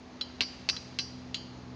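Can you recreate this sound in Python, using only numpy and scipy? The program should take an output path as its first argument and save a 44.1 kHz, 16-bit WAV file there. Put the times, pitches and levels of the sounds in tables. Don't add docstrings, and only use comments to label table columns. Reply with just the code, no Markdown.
import sys
import numpy as np
from scipy import signal
from scipy.fft import rfft, irfft
from scipy.io import wavfile

SR = 44100
rng = np.random.default_rng(int(sys.argv[2]) if len(sys.argv) > 2 else 0)


def generate_wav(sig):
    pcm = np.round(np.clip(np.atleast_2d(sig).T, -1, 1) * 32767).astype(np.int16)
    wavfile.write(sys.argv[1], SR, pcm)


N = 77175
T = np.arange(N) / SR


def from_db(db):
    return 10 ** (np.asarray(db) / 20)


def rms_one(x):
    return x / np.sqrt(np.mean(x ** 2) + 1e-20)


def in_time(rows):
    return np.interp(T, *np.transpose(rows))


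def drift(rate_hz):
    step, run_in = 40, 2000
    pole = np.exp(-2 * np.pi * rate_hz * step / SR)
    noise = rng.standard_normal(N // step + run_in + 2)
    slow = signal.lfilter([1], [1, -2 * pole, pole * pole], noise)[run_in:]
    return np.interp(np.arange(N) / step, np.arange(len(slow)), rms_one(slow))


def colour(x, spectrum, tilt_db=0):
    size = 8192
    octave = np.log2(np.maximum(np.fft.rfftfreq(size, 1 / SR), 1))
    hz, db = np.transpose(spectrum)
    gain = rms_one(from_db(np.interp(octave, np.log2(hz), db) + tilt_db * octave))
    cepstrum = irfft(np.log(gain))
    cepstrum[1:size // 2] *= 2
    cepstrum[size // 2 + 1:] = 0
    impulse = irfft(np.exp(rfft(cepstrum)))
    return signal.fftconvolve(x, impulse)[:len(x)]


def dying(start_s, t60_s):
    return (T >= start_s) * np.exp(-np.log(1000) * np.maximum(T - start_s, 0) / t60_s)


def outdoor_hush():
    # frequency_hz, relative_db
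    rumble = [(28, -37), (40, -7.5), (60, 3.5), (85, 0.5), (110, -1.5), (170, 0.5), (260, 0), (350, -0.5),
              (500, -5.5), (800, -5), (1200, -10), (2000, -22.5), (4000, -28.5), (8000, -63.5)]
    hiss = [(1000, 0), (2000, 6.5), (3200, 0.5), (4500, 4), (5600, -1), (6700, -3.5), (8000, -29),
            (9300, -23), (10500, -49), (13000, -53.5)]
    # time_s, level_db
    rumble_level = [(0, -52.5), (.45, -51), (1.0, -53), (1.75, -50.5)]
    hiss_level = [(0, -60), (.6, -56), (1.2, -58), (1.75, -59.5)]
    air = 0
    for spectrum, level in (rumble, rumble_level), (hiss, hiss_level):
        noise = colour(rng.standard_normal(N + SR), spectrum)[SR:]
        air += from_db(in_time(level)) * rms_one(noise)
    return air


def distant_motor():
    # time_s, swell_db
    swell = [(0, -12), (.45, -6), (.8, -2), (1.0, -0.5), (1.3, -1.5), (1.75, 0)]
    # pitch_hz, level_db, swell_factor
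    tones = [(81.7, -57, 0.66), (125.7, -51, 2.1), (188.5, -56, 0.76), (321, -70, 0.67),
             (342.7, -72, 0.064), (432.2, -66.5, 0.11), (540.5, -68, 1.5), (656, -68.5, 0.3)]
    # time_s, level_db
    drone_level = [(0.0, -54), (0.432, -50), (0.554, -54), (1.076, -51.5), (1.168, -47), (1.442, -51.5),
                   (1.48, -48.5), (1.544, -55), (1.75, -48.5)]
    drone_hz, pitch_wander, flutter_db = 250.8, 0.0027, -0.34
    clock = np.cumsum(1 + pitch_wander * drift(rate_hz=3.7)) / SR
    hum = [(hz, db + factor * in_time(swell) + flutter_db * drift(rate_hz=6.6))
           for hz, db, factor in tones]
    hum.append((drone_hz, in_time(drone_level)))
    return sum(from_db(db) * np.sqrt(2) * np.sin(2 * np.pi * (hz * clock + rng.random()))
               for hz, db in hum)


def burst(start_s, t60_s):
    return dying(start_s, t60_s) * rng.choice([-1, 1], N)


def ring(start_s, modes, tilt_db=0):
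    strongest_hz = max(modes, key=lambda mode: mode[1])[0]
    sound = np.zeros(N)
    for k, (hz, db, t60_s) in enumerate(modes):
        gain = (-1) ** k * from_db(db + tilt_db * np.log2(hz / strongest_hz))
        sound += gain * dying(start_s, t60_s) * np.sin(2 * np.pi * hz * (T - start_s))
    return sound


def hammer(blows, crack, stone, steel):
    # pitch_hz, relative_db, t60_s
    clink = [(3963, -3, 0.067), (4086, -5.5, 0.079), (4190, -5, 0.054), (5366, -15.5, .08)]
    grain_spread_db, clink_lag_s = 3, 0.0017
    knocks, rings = np.zeros(N), np.zeros(N)
    for (start_s, crack_db, grit_db, grit_t60_s, tilt_db, rebound_lag_s, rebound_db,
         knock_db, clink_db, ring_db, ring_tilt_db) in blows:
        grains = rms_one(from_db(grain_spread_db * drift(rate_hz=150)))
        knocks += from_db(crack_db) * colour(burst(start_s, t60_s=0.008), crack, tilt_db)
        knocks += from_db(grit_db) * colour(grains * burst(start_s, grit_t60_s), crack, tilt_db - 1.5)
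        knocks += from_db(knock_db) * ring(start_s, stone, tilt_db)
        knocks += from_db(clink_db) * ring(start_s + clink_lag_s, clink)
        rings += from_db(ring_db) * ring(start_s, steel, ring_tilt_db)
        rebound_s = start_s + rebound_lag_s
        second_crack = colour(burst(rebound_s, t60_s=0.012), crack, tilt_db - 0.5)
        knocks += from_db(crack_db + rebound_db) * second_crack
        knocks += from_db(knock_db + rebound_db - 2) * ring(rebound_s, stone, tilt_db)
    return np.array([knocks, rings])


def light_hammer():
    # start_s, crack_db, grit_db, grit_t60_s, tilt_db_per_octave, rebound_lag_s,
    # rebound_relative_db, knock_db, clink_db, ring_db, ring_tilt_db_per_octave
    blows = [(0.2108, -28.5, -32.5, 0.038, -1.5, 0.0058, -16, -32.5, -24, -46.5, 0),
             (0.7654, -36.5, -35.5, .04, -2, 0.0035, -20, -37, -32, -70, 0),
             (1.3442, -27, -35, 0.12, 3.5, 0.016, -16, -28.5, -31, -42, 0.69)]
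    # frequency_hz, relative_db
    crack = [(200, -36.5), (900, -26), (1300, -18), (1700, -11), (2400, -4.5), (2850, 4), (3350, 2.5),
             (3850, -4.5), (4650, 0), (5400, -12.5), (6500, -7), (8000, -33), (9000, -32.5), (10500, -49)]
    # pitch_hz, relative_db, t60_s
    stone = [(1266, -15, .05), (1454, -17.5, .05), (2390, -16.5, 0.02), (3347, 1.5, 0.024),
             (4630, -1.5, 0.031)]
    steel = [(2853, -11, .5), (3090, -1, .35), (3343, -8, .3), (4091, -8, .35), (4258, -11, 1.0),
             (4441, -7, .37), (4732, -1, .52), (4790, -13, .3), (5330, -12, .35), (6821, -12, .18),
             (9250, -34, .16)]
    return hammer(blows, crack, stone, steel)


def rocks_and_trees(sound):
    # frequency_hz, relative_db
    spectrum = [(500, 2), (1400, 1.5), (2200, -1), (3000, 1.5), (4500, -1.5), (6500, 9), (9000, 2.5)]
    rocks_db, rocks_t60_s = -21, 0.62
    trees_db, trees_t60_s = -18, 0.9
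    build_s = 0.072
    swell = 1 - np.exp(-T / build_s)
    echoes = np.zeros(N)
    for db, t60_s in (rocks_db, rocks_t60_s), (trees_db, trees_t60_s):
        wash = colour(burst(0, t60_s) * swell, spectrum)
        echoes += from_db(db) * wash / np.linalg.norm(wash)
    return signal.fftconvolve(sound, echoes)[:N]


def falling_chips():
    # start_s, level_db, t60_s
    landings = [(.299, -48, 0.022), (0.729, -45.5, 0.079), (0.74, -50, 0.081), (0.748, -48.5, 0.036)]
    # frequency_hz, relative_db
    spectrum = [(400, -14), (1100, 9.5), (2100, 3.5), (3000, 3), (5000, -17), (9000, -38.5), (11000, -76.5)]
    ticks = sum(from_db(db) * burst(start_s, t60_s) for start_s, db, t60_s in landings)
    return colour(ticks, spectrum)


def hard_hammer():
    # start_s, crack_db, grit_db, grit_t60_s, tilt_db_per_octave, rebound_lag_s,
    # rebound_relative_db, knock_db, clink_db, ring_db, ring_tilt_db_per_octave
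    blows = [(0.4070, -13.5, -24, 0.1, -0.5, 0.015, -12.5, -30, -25, -32, -21),
             (0.6889, -16, -26, 0.065, 1, .0090, -0.5, -33, -26, -33, 6.5),
             (0.9877, -19.5, -28.5, 0.066, 1.5, .0068, -4.5, -35, -26, -34, 1)]
    # frequency_hz, relative_db
    crack = [(150, -20), (350, -11), (900, -13), (1400, -14.5), (1800, -9.5), (2300, 1.5), (2700, -1),
             (3600, -0.5), (4600, 3.5), (5700, -7.5), (7000, -21), (8000, -27), (8700, -32), (10500, -51)]
    # pitch_hz, relative_db, t60_s
    stone = [(1151, -12.5, 0.089), (1604, -9.5, 0.087), (2236, -15, 0.049), (2673, 4.5, .04),
             (2950, -10, 0.14), (3066, -10, 0.051), (3200, -14, .025), (4394, -3, 0.12),
             (4750, -8.5, 0.018)]
    steel = [(4567, -9, .48), (4596, -13, .34), (4871, 0, .33), (5410, -8, .38), (5635, -10, .4),
             (5763, -15, .25), (5843, -9, .34), (5954, -15, .27), (6205, -12, .24), (6830, -29, .3),
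             (8549, -38, .28), (9200, -45, .25)]
    return hammer(blows, crack, stone, steel)


def scene():
    knocks, rings = hard_hammer() + light_hammer()
    knocks += falling_chips()
    air = outdoor_hush()
    echoes = rocks_and_trees(knocks + from_db(-5.5) * rings)
    return (knocks + rings + echoes + distant_motor() + air)[None]


def record(dry):
    low_cut_hz, high_cut_hz = 35, 10200
    dry = signal.sosfilt(signal.butter(2, low_cut_hz, "high", fs=SR, output="sos"), dry)
    return signal.sosfilt(signal.butter(10, high_cut_hz, fs=SR, output="sos"), dry)


dry = scene()
out = record(dry)
generate_wav(out)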